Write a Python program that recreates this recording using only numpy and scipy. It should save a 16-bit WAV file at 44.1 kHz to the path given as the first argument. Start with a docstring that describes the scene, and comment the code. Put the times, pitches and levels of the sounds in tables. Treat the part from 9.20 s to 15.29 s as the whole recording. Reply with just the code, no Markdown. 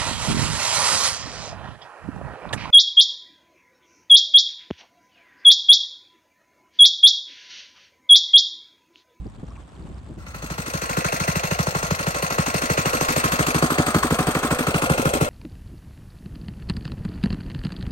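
"""A quiet creek bank first: wind rumbles and bumps on the microphone, water trickles, ticks and plops.
From about one second the bank dissolves into a concrete footbridge where a mini bike idles close by.
Its single-cylinder four-stroke fires unevenly about 13 times a second: each firing knocks with a falling
pitch, thumps from the muffler, barks from the tailpipe and rings the fins; valves clack, covers clatter.
The listener walks round it, beside, then behind, then over; one cover rings on late in the walk."""
import sys
import numpy as np
from scipy import signal
from scipy.fft import rfft, irfft, next_fast_len
from scipy.io import wavfile
from scipy.ndimage import uniform_filter1d, map_coordinates

SR = 44100
rng = np.random.default_rng(int(sys.argv[2]) if len(sys.argv) > 2 else 0)


def int16_out(signal):
    """Quantize to a 16-bit WAV file."""
    q = np.round(np.clip(np.atleast_2d(signal).T, -1, 1) * 32767)
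    wavfile.write(sys.argv[1], SR, q.astype(np.int16))


N = 268569

# crossfade from the creek bank to the bridge
FADE_START_S, FADE_S = 0.96, 0.95
# gusts on the creek bank: start_s [s], level_db [dB]
GUSTS = [(0, -32), (0.13, -44), (0.3, -38.5), (0.5, -44.5), (0.66, -38), (1, -40)]
# colour of wind on the microphone: pitch_hz [Hz], level_db [dB]
WIND_COLOUR = [(15, -55), (26, -34), (36, -18), (55, 15.5), (95, 3.5), (150, 0.5), (300, -7.5), (600, -68)]
# colour of the running creek: pitch_hz [Hz], level_db [dB]
CREEK_COLOUR = [(100, -11), (300, 1), (550, -1), (1100, -3), (2000, -13), (3500, -16.5), (5600, -26.5),
                (8000, -19.5), (11000, -37), (15000, -51)]
BRIDGE_WIND_DB, CREEK_DB = -43, -51.5
# tiny bubbles bursting in the creek: rate, middle pitch, level of the faintest
DRIPS_PER_S, DRIP_HZ, DRIP_MIN_DB = 60, 4800, -60.5
# soft bumps on the microphone: centre_s [s], level_db [dB], length_s [s]
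BUMPS = [(0.066, -29.5, 0.007), (0.19, -39, 0.0086), (0.237, -30.5, 0.0053), (0.616, -41, 0.034),
         (0.655, -42, 0.0062), (0.706, -39.5, 0.019), (0.778, -46, 0.011), (0.91, -36.5, 0.018),
         (0.981, -35, 0.0091)]
# colour of the noise in a bump: pitch_hz [Hz], level_db [dB]
BUMP_COLOUR = [(50, -3.5), (130, -0.5), (330, -3.5), (480, -13.5), (900, -27), (2000, -61)]
# small plops in the creek: start_s [s], pitch_hz [Hz], level_db [dB, relative]
PLOPS = [(.298, 1100, -49.5), (0.349, 2450, -55), (0.358, 1040, -49), (0.393, 1010, -57)]

# the listener's path round the bike: time_s [s], left_ear_lead_ms [ms]
PATH = [(1, 0.17), (1.8, 0.43), (2.6, 0.31), (3.4, 0.36), (4, 0.34), (4.4, 0.27), (4.8, 0.15), (5.3, 0.14),
        (5.9, 0.32)]
# when the listener stands beside, behind and over the bike: time_s [s]
STATIONS = [3.5, 4.73, 5.88]
# the lope of the idle, strong and weak firings often taking turns: start_s [s], muffler thump_db [dB],
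# tailpipe bark_db [dB], combustion knock_db [dB], valve clack_db [dB]
FIRINGS = [(0.983, -14.0, -25.0, -22, -30), (1.065, -17, -26.0, -29, -30.5), (1.1438, -17.5, -27, -22, -31),
           (1.2229, -16, -17.5, -22, -31), (1.301, -12, -21, -21, -26), (1.3798, -14, -24, -21, -31),
           (1.4613, -24.5, -21, -25, -26), (1.5368, -14, -26.0, -21, -24.5), (1.617, -23, -24, -23, -25),
           (1.6932, -22, -27, -26, -20), (1.769, -13.5, -21, -17, -19.5), (1.846, -17, -35.0, -19, -18),
           (1.924, -20.5, -26.5, -20.5, -21.5), (2.0, -17.5, -26, -23, -21), (2.077, -13.5, -30, -18, -23),
           (2.1554, -15.5, -37, -18.5, -21.5), (2.2335, -18.5, -36.0, -22, -22.5),
           (2.31, -15.5, -44, -19.5, -23), (2.3884, -12.5, -32, -17.5, -27),
           (2.468, -16.0, -33, -19.5, -31), (2.5482, -18.0, -33, -19, -34), (2.627, -19, -40, -21.5, -27),
           (2.7071, -13, -31, -19.5, -29), (2.79, -24, -29.0, -42, -25), (2.8664, -14, -34, -19, -28),
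           (2.9458, -28.0, -29.5, -28, -32), (3.025, -17, -36, -18, -22.5), (3.104, -25, -25, -26, -22.5),
           (3.1819, -11.5, -24.5, -16, -25), (3.262, -24, -20.5, -29, -22), (3.341, -16.0, -27, -16, -28),
           (3.418, -28, -20, -23, -31), (3.4974, -14.5, -24, -15.5, -30),
           (3.5759, -15.5, -22.5, -15.5, -30), (3.6551, -16.5, -26.0, -17.5, -23),
           (3.7322, -23, -16.5, -24, -20.5), (3.809, -18, -23, -15, -22), (3.8862, -22.0, -17.5, -22, -25),
           (3.9622, -16.5, -20, -18, -25.5), (4.038, -16, -18, -20, -23), (4.1183, -17, -20, -31, -22),
           (4.19, -12.5, -16.5, -15.5, -21.5), (4.267, -20, -16.5, -23, -17.5),
           (4.3441, -11.5, -13.0, -16.5, -20), (4.4225, -10.0, -11.5, -11.5, -30),
           (4.5026, -20, -15.0, -19, -25), (4.582, -11.0, -11.5, -14.5, -28),
           (4.6637, -21.0, -14.5, -22, -25), (4.7439, -10.0, -10.5, -13, -35),
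           (4.829, -20, -12.0, -30, -30), (4.9059, -13.5, -12.5, -15.5, -22),
           (4.9873, -15.5, -15, -16, -28), (5.0684, -14, -14.0, -20.5, -28), (5.149, -16, -15.5, -17, -30),
           (5.23, -27, -15.0, -20, -35), (5.3079, -14, -16, -17, -26), (5.3884, -28, -13.5, -18, -20),
           (5.469, -14, -18, -23.5, -21), (5.5426, -12, -18.5, -14.5, -19), (5.62, -17.5, -16, -18.5, -17),
           (5.6971, -10.5, -17.5, -13.5, -18), (5.7778, -24, -14, -20, -22), (5.853, -11, -19, -13.5, -29),
           (5.9345, -26, -13, -22, -35), (6.0093, -10.0, -15, -13.5, -26)]

# impacts in one engine cycle: position [share of the cycle], half_rise_s [s], decay_s [s],
# crankcase_db [dB], shroud_db [dB], rocker_db [dB], tin_db [dB]
IMPACTS = [(.035, 0.0031, 0.014, 1.5, 2, 4, 0.5), (.27, 0.004, 0.014, -3, -3, -4, -1.5),
           (.51, .002, .013, -15, -14, -1.5, -1.5)]
# the shaking eases while the piston slows on compression
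LULL_DB, LULL_BEFORE_S, LULL_WIDTH_S = -3, 0.011, 0.0047
TICKS_PER_S = 160  # loose parts that click on their own
# broad colour of crankcase, fan shroud, rocker cover and tin covers: pitch_hz [Hz], level_db [dB]
CASE_COLOUR = [(120, -1.5), (300, -6.5), (520, -0.5), (800, -4.5), (1100, -11), (2000, -54)]
SHROUD_COLOUR = [(500, -20.5), (850, 1.5), (1400, 3), (1700, 0), (2200, -71), (4000, -50)]
ROCKER_COLOUR = [(1200, -20.5), (1800, 2.5), (2700, -0.5), (3300, -9.5), (4200, -5.5), (7000, -49)]
TIN_COLOUR = [(2200, -24), (3400, -2.5), (5000, 2.5), (6700, 4), (7300, -2), (8400, 1.5), (10300, -3),
              (12300, -7), (13800, -15), (15500, -8.5)]
# resonances of the same parts: pitch_hz [Hz], width_hz [Hz],
# then strength against the colour from beside_db, behind_db, over_db [dB]
CASE_MODES = [(409, 37, -16, 9.5, -3), (536, 107, 5, -31, 10), (596, 116, 9, 5, -4), (740, 45, 7, 13, 5)]
SHROUD_MODES = [(1070, 73, 3, 1.5, -5), (1260, 120, -12, 4, -5), (1376, 59, 3, -4.5, 2.5)]
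ROCKER_MODES = [(2010, 28, -1, -6, -14), (2414, 35, -1.5, -1, -5), (2695, 31, -10, -17, -11)]
TIN_MODES = [(3210, 160, 5, 8.9, 5), (4350, 24, 8, 4, -4), (4540, 30, 7, 8, 4), (6510, 23, 5, 1, -10),
             (8150, 220, -5, 5.7, 0), (10800, 220, -1, 4.7, 6), (11590, 160, -14, 5, -3)]
# likeness of the clatter at the two ears: pitch_hz [Hz], likeness [0 to 1]
CLATTER_LIKENESS = [(300, 0.98), (550, 0.99), (1100, 0.78), (2000, 0.63), (4000, 0.092), (6500, 0.15),
                    (8200, 0.25), (10000, 0.97)]
# clatter along the walk: time_s [s], crankcase_db [dB, relative], top_end_db [dB, relative]
CLATTER = [(2, -33.5, -28), (2.7, -31.5, -29.5), (3.2, -31, -28), (4, -26.5, -24), (4.8, -27.5, -28),
           (5.4, -26, -28), (6, -22.5, -28.5)]
CASE_DB = -3  # over the crankcase column
SHROUD_DB, ROCKER_DB, TIN_DB = -1, -5, -5.5  # over the top end column
# lean of the tin covers: pitch_hz [Hz], left_over_right_db [dB]
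TIN_SIDE = [(2800, 11.5), (4000, 5.5), (6300, 10.5), (8500, 2), (11000, -0.5)]
# fixed phase between left and right in the high treble, laid on the tin covers' part: pitch_hz [Hz], left_lead
# [radians]
TREBLE_PHASE = [(6000, 2.2), (8200, .3), (9000, -1), (10000, -3.1), (10600, -3.2), (11500, -6.1),
                (12800, -6.3), (13400, -9.3), (14200, -9.4), (14900, -12.5)]
# change of the tin covers' colour from above: pitch_hz [Hz], change_db [dB]
TIN_ABOVE = [(3300, 2), (4800, -3.5), (6200, -4), (8200, 1), (11500, 0.5)]

# tappet click: pitch_hz [Hz], level_db [dB], swell_s [s]
TAPPET = [(2670, -3.5, .0035)]
# the knock falls steeply as the pressure wave spreads; it starts this far above its final pitch
KNOCK_DROP_HZ, KNOCK_FALL_S, KNOCK_SWELL_S, KNOCK_DB = 3313, 0.001643, 0.004016, 3.5
# the knock is deeper behind the bike: time_s [s], final pitch_hz [Hz]
KNOCK_END = [(3.1, 297), (4.3, 139)]
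# the block under the combustion: pitch_hz [Hz], level_db [dB], swell_s [s]
BLOCK = [(1393, -5.5, 0.00499), (1250, -2.5, 0.00161), (2300, -5, 0.001125)]
# ring of cooling fins and flywheel: pitch_hz [Hz], level_db [dB], t60_s [s]
FINS = [(1039, -16.5, 0.14), (1394, -12.5, 0.12), (1590, -20, .08), (2427, -19, 0.19), (3540, -25, 0.1),
        (4430, -24, 0.22), (4490, -24, 0.18), (6440, -28, 0.3)]
# the fins are clearest behind the bike: time_s [s], level_db [dB]
FINS_HEARD = [(3.6, -8), (4.9, 2), (5.7, -2)]
# the muffler's deep push: pitch_hz [Hz], level_db [dB], swell_s [s]
MUFFLER = [(157.7, 1, 0.0121), (73.5, -12, 0.02356)]
# the tailpipe's bark and the ring after it: pitch_hz [Hz], level_db [dB], swell_s [s]
PIPE = [(292, -1, 0.00886), (440, -7, 0.008), (240, -10.5, 0.02094)]
# air drawn in after the exhaust stroke: pitch_hz [Hz], level_db [dB], swell_s [s]
INTAKE = [(68, -31.5, 0.015)]
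# clack of a valve shutting in mid-cycle, through head and case: pitch_hz [Hz], level_db [dB], swell_s [s]
VALVE = [(2710, -6, .0042), (2330, -3, .0036), (1380, -5.5, .0065), (688, -5, .0105), (494, -10.5, .0175)]
# tail of deck and railings: pitch_hz [Hz], t60_s [s]
BRIDGE_TAIL = [(150, 0.025), (1000, 0.38), (4000, 0.6), (12000, 0.32)]
# one hard firing sets a loose cover ringing
PING_S, PING_HZ, PING_DB, PING_T60_S = 4.745, 4450, -34, 0.8
TOP_HZ = 15850  # upper band limit of the recorder


def amp(db):
    """Decibels to gain."""
    return 10 ** (np.asarray(db) / 20)


def unit(x):
    """Scale to rms 1."""
    return x / np.sqrt(np.mean(x ** 2) + 1e-20)


def along(points, hz):
    """(Hz, value) points read on a log frequency axis."""
    f, v = np.transpose(points)
    return np.interp(np.log(hz + 1), np.log(f + 1), v)


def curves(rows):
    """One value per sample for each column after the time."""
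    s, *columns = np.transpose(rows)
    return [np.interp(np.arange(N) / SR, s, column) for column in columns]


def wobble(rate):
    """A smooth random curve, rate knots a second."""
    knots = rng.standard_normal(int(N * rate / SR) + 4)
    return map_coordinates(knots, [np.arange(N) * rate / SR])


def filtered(x, response):
    """Filter x by a complex response of frequency."""
    m = next_fast_len(N + SR // 2)
    return irfft(rfft(x, m) * response(np.fft.rfftfreq(m, 1 / SR)), m)[..., :N]


def add(track, s, sound):
    """Mix a sound into a track at time s."""
    part = track[max(round(s * SR), 0):][:len(sound)]
    part += sound[:len(part)]


def spread(pair, likeness):
    """Two unrelated signals become left and right with a given likeness."""
    def mid_side_gains(hz):
        turn = np.arccos(np.clip(along(likeness, hz), -1, 1)) / 2
        return np.array([np.cos(turn), np.sin(turn)])

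    mid, side = filtered(pair, mid_side_gains)
    return np.array([mid + side, mid - side])


def rush(colour, likeness):
    """Coloured stereo noise of rms 1."""
    noise = spread(rng.standard_normal((2, N)), likeness)
    return unit(filtered(noise, lambda hz: amp(along(colour, hz))))


def dissolve():
    """Share of the bridge in the sound, rising from 0 to 1."""
    return np.clip((np.arange(N) / SR - FADE_START_S) / FADE_S, 0, 1)


def wind(bank):
    """Low noise of moving air on the microphone, following the gusts and then steadier on the bridge."""
    level_db = bank * curves(GUSTS)[0] + (1 - bank) * BRIDGE_WIND_DB
    return amp(level_db + 0.77 * wobble(18)) * rush(WIND_COLOUR, [(60, 0.79)])


def creek(bank):
    """Running water as coloured noise whose level trickles at a slow and a fast rate."""
    trickle = amp(1.3 * wobble(39.8) + 2.1 * wobble(400))
    water = rush(CREEK_COLOUR, [(300, 0.68), (1400, 0.16), (7000, 0.43)])
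    return bank * amp(CREEK_DB) * unit(trickle) * water


def drips():
    """Single tiny bubbles tick in the water; higher ones die sooner."""
    out, t = np.zeros(N), np.arange(SR // 60) / SR
    span = FADE_START_S + FADE_S
    for when, pitch, size in rng.random((int(DRIPS_PER_S * span), 3)):
        hz = DRIP_HZ * 2 ** (1.8 * (pitch - .5))
        tick = np.exp(-t * hz / 6) * np.sin(2 * np.pi * hz * t)
        add(out, when * span, amp(DRIP_MIN_DB + 14 * size ** 2) * tick)
    return out


def bumps():
    """Soft bumps on the microphone: a swell of low noise and one short push on the case."""
    t = np.arange(N) / SR
    swell = sum(amp(db) * np.exp(-((t - s) / length) ** 2 / 2) for s, db, length in BUMPS)
    out = swell * rush(BUMP_COLOUR, [(200, 0.7)])
    for s, db, _ in BUMPS:
        u = (t - s) / 0.0011
        out = out + amp(db) * (1 - u ** 2) * np.exp(-u ** 2 / 2)
    return out


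def plops():
    """A few bubbles each; a bubble's pitch rises as it nears the surface."""
    out, age = np.zeros(N), np.arange(SR // 12) / SR
    shape = age / 0.0035 * np.exp(1 - age / 0.0027)
    for s, hz, db in PLOPS:
        for late, size in rng.standard_normal((4, 2)):
            cycles = hz * (1 + 0.06 * size) * age * (1 + 1.7 * age)
            add(out, s + 0.013 * abs(late), amp(db + 5.0) * shape * np.sin(2 * np.pi * cycles))
    return out


def outdoors():
    """Wind and bumps on the microphone, creek and bubbles by the bank."""
    bank = 1 - dissolve()
    return wind(bank) + creek(bank) + bank * drips() + bumps() + plops()


def shaking(index, steady_db, force, jitter, vary_db):
    """How hard one part is shaken: three impacts a cycle over steady rubbing; strong firings hit harder."""
    times, thump_db, *_ = np.transpose(FIRINGS)
    vigour_db = thump_db - uniform_filter1d(thump_db, size=5)
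    power, lull, t = np.zeros(N), np.zeros(N), np.arange(SR // 10) / SR
    dip = np.exp(-((t - t.mean()) / LULL_WIDTH_S) ** 2 / 2)
    for s, period, vigour in zip(times, np.gradient(times), vigour_db):
        add(lull, s - LULL_BEFORE_S - t.mean(), dip)
        for share, half_rise, decay, *levels in IMPACTS:
            rise = 2 * half_rise
            shape = np.exp(-np.maximum(t - rise, 0) / decay) * np.minimum(t / rise, 1)
            db = levels[index] + force * vigour * (1 - share) + rng.normal(0, vary_db)
            start = s + share * period - rise + rng.normal(0, jitter)
            add(power, start, (amp(db) * shape) ** 2)
    return unit(np.sqrt(power + amp(steady_db) ** 2) * amp(LULL_DB * lull))


def patchy(x, depth_db):
    """The treble shifts in colour at random from moment to moment."""
    hz, _, z = signal.stft(x, SR, nperseg=256)
    field = rng.standard_normal(z.shape[1:])
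    field = uniform_filter1d(uniform_filter1d(field, 5, 0), 7, 1)
    treble = along([(4000, 0), (9000, 1)], hz)[:, None]
    return signal.istft(z * amp(depth_db * treble * unit(field)), nperseg=256)[1][:, :N]


def rattle(shake, colour, modes, grain_db, tick_db, ring_db, t60):
    """Tiny contacts and single clicks ring one part; its resonances stand out by where one listens."""
    ticks = unit((rng.random(N) < TICKS_PER_S / SR) * rng.uniform(-1.16, 1, (2, N)))
    grain = rng.standard_normal((2, N)) * amp(grain_db * wobble(700))
    contacts = shake * spread(grain + amp(tick_db) * ticks, CLATTER_LIKENESS)
    contacts = patchy(contacts, depth_db=3)
    t, out = np.arange(SR // 12) / SR, 0
    for k, here in enumerate(np.eye(len(STATIONS))):
        metal = rng.standard_normal(len(t)) * amp(-60 * t / t60)
        metal = metal[None] / np.linalg.norm(metal)
        rung = contacts + amp(ring_db) * signal.oaconvolve(contacts, metal, axes=1)[:, :N]

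        def response(f):
            peaks = sum(amp(db[k]) * 1j * f * w / (c * c - f * f + 1j * f * w) for c, w, *db in modes)
            return amp(along(colour, f)) * (1 + peaks)

        nearness = np.interp(np.arange(N) / SR, STATIONS, here)
        out = out + nearness * filtered(rung, response)
    return unit(out)


def clatter():
    """Crankcase, fan shroud and rockers answer the same cycle of impacts."""
    case_db, top_db = curves(CLATTER)
    shake = shaking(index=0, steady_db=-3.5, force=0.05, jitter=0.00076, vary_db=0.0)
    case = rattle(shake, CASE_COLOUR, CASE_MODES, grain_db=1.0, tick_db=-5.5, ring_db=-20.5, t60=0.026)
    shake = shaking(index=1, steady_db=-7, force=0.14, jitter=0.00074, vary_db=1.5)
    shroud = rattle(shake, SHROUD_COLOUR, SHROUD_MODES, grain_db=2.0, tick_db=-10, ring_db=-13.5, t60=0.049)
    shake = shaking(index=2, steady_db=-7, force=0.068, jitter=0.0008, vary_db=1.4)
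    rocker = rattle(shake, ROCKER_COLOUR, ROCKER_MODES, grain_db=0.4, tick_db=-6.5, ring_db=-8.0, t60=0.067)
    return amp(case_db + CASE_DB) * case + amp(top_db + SHROUD_DB) * shroud + amp(top_db + ROCKER_DB) * rocker


def covers():
    """The tin covers sizzle, mainly to the left, and change colour as heard from above."""
    shake = shaking(index=3, steady_db=-13, force=0.011, jitter=0.001, vary_db=1.04)
    tin = rattle(shake, TIN_COLOUR, TIN_MODES, grain_db=0.45, tick_db=-10.5, ring_db=-7, t60=0.023)
    tin = amp(curves(CLATTER)[1] + TIN_DB) * tin

    def lean_and_phase(hz):
        lean = amp(np.outer([1, -1], along(TIN_SIDE, hz)) / 2)
        return lean * np.exp(1j * np.outer([1, 0], along(TREBLE_PHASE, hz)))

    tin = filtered(tin, lean_and_phase)
    from_above = filtered(tin, lambda hz: amp(along(TIN_ABOVE, hz)))
    above = np.interp(np.arange(N) / SR, [3.8, 5.4], [0, 1])
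    return tin + above * (from_above - tin)


def blows(levels_db, modes, delay, sharpness, scatter, vary_db, rough):
    """Each firing sets off resonances that swell and die, roughened by a fast random wobble."""
    out, t = np.zeros(N), np.arange(SR // 12) / SR
    chance = rng.standard_normal((len(FIRINGS), len(modes), 2))
    for (s, *_), db, draws in zip(FIRINGS, levels_db, chance):
        for (hz, level, swell), (detune, size) in zip(modes, draws):
            shape = (t / swell * np.exp(1 - t / swell)) ** sharpness
            wave = np.cos(2 * np.pi * hz * (1 + scatter * detune) * (t - swell))
            add(out, s + delay, -amp(db + level + vary_db * size) * shape * wave)
    return out * (1 + rough * wobble(900))


def knocks(sharpness, scatter):
    """Each combustion sends out one short wave of steeply falling pitch."""
    out, t = np.zeros(N), np.arange(SR // 40) / SR
    shape = (t / KNOCK_SWELL_S * np.exp(1 - t / KNOCK_SWELL_S)) ** sharpness
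    for (s, _, _, db, _), detune in zip(FIRINGS, rng.standard_normal(len(FIRINGS))):
        end_hz = np.interp(s, *np.transpose(KNOCK_END))
        hz = end_hz + KNOCK_DROP_HZ * (1 + scatter * detune) * np.exp(-t / KNOCK_FALL_S)
        cycles = np.cumsum(hz) / SR
        # the wave is at its trough when the swell peaks
        cycles = cycles - np.interp(KNOCK_SWELL_S, t, cycles)
        add(out, s, -amp(db + KNOCK_DB) * shape * np.cos(2 * np.pi * cycles))
    return out


def fins(times, levels_db, vary_db):
    """Every blow rings the fins with a new mix of their decaying modes."""
    out, t = np.zeros(N), np.arange(SR // 6) / SR
    hz, level, t60 = np.transpose(FINS)[:, :, None]
    ring = amp(level - 60 * t / t60) * np.exp(2j * np.pi * hz * t) * (1 - np.exp(-t / 0.0015))
    for s, db, (size, turn) in zip(times, levels_db, rng.standard_normal((len(times), 2, len(FINS)))):
        mix = amp(db + vary_db * size) * np.exp(2j * np.pi * turn)
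        add(out, s, (mix @ ring).real)
    return out


def bridge(x):
    """Deck and steel railings scatter a short tail, as decaying noise."""
    hz, t, z = signal.stft(rng.standard_normal((2, SR // 3)), SR, nperseg=256)
    decay = amp(-60 * t / along(BRIDGE_TAIL, hz)[:, None])
    tail = signal.istft(z * decay, SR, nperseg=256)[1]
    return signal.fftconvolve(x[None], tail / np.linalg.norm(tail[0]), axes=1)[:, :N]


def ping():
    """A cover rings on through several cycles."""
    t = np.maximum(np.arange(N) / SR - PING_S, 0)
    return amp(PING_DB - 60 * t / PING_T60_S) * np.sin(2 * np.pi * PING_HZ * t) * (1 + .35 * wobble(90))


def engine():
    """Each firing's knock, thump, bark, gulp and clack; the bike stands a little to the left."""
    times, thump_db, bark_db, knock_db, clack_db = np.transpose(FIRINGS)
    tappet = blows(clack_db, TAPPET, delay=-0.0031, sharpness=4.6, scatter=0.025, vary_db=1, rough=.25)
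    knock = knocks(sharpness=5.4, scatter=.05)
    block = blows(knock_db, BLOCK, delay=0.001015, sharpness=4, scatter=.03, vary_db=0.5, rough=0.12)
    ring = fins(times + .002, knock_db - 6.5, vary_db=1.0) + fins(times + 0.042, clack_db + 1, vary_db=0.5)
    ring = ring * amp(curves(FINS_HEARD)[0]) + ping()
    thump = blows(thump_db, MUFFLER, delay=0.0034, sharpness=7.4, scatter=0.014, vary_db=0.1, rough=0.14)
    bark = blows(bark_db, PIPE, delay=0.0123, sharpness=6.1, scatter=0.054, vary_db=-0.23, rough=0.43)
    steady_db = np.zeros(len(FIRINGS))
    gulp = blows(steady_db, INTAKE, delay=0.02014, sharpness=8.2, scatter=0.068, vary_db=2.0, rough=0.094)
    valve = blows(clack_db, VALVE, delay=.036, sharpness=6, scatter=0.027, vary_db=1, rough=.2)
    firing = tappet + knock + block + ring + thump + bark + gulp + valve
    # the firing sounds carry almost no deep bass
    firing = filtered(firing, lambda hz: amp(along([(24, -39), (50, -1.0)], hz)))
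    left, right = firing + amp(-18) * bridge(firing) + clatter()
    lag = curves(PATH)[0] * SR / 10 ** 3  # milliseconds to samples
    right = map_coordinates(right, [np.arange(N) - lag], order=5)
    return covers() + np.array([left, right])


def scene():
    """The creek bank, then the idling bike on the bridge, in the open air."""
    return outdoors() + dissolve() * engine()


def record(dry):
    """The recorder keeps nothing above its band limit."""
    return filtered(dry, lambda hz: hz < TOP_HZ)


dry = scene()
out = record(dry)
int16_out(out)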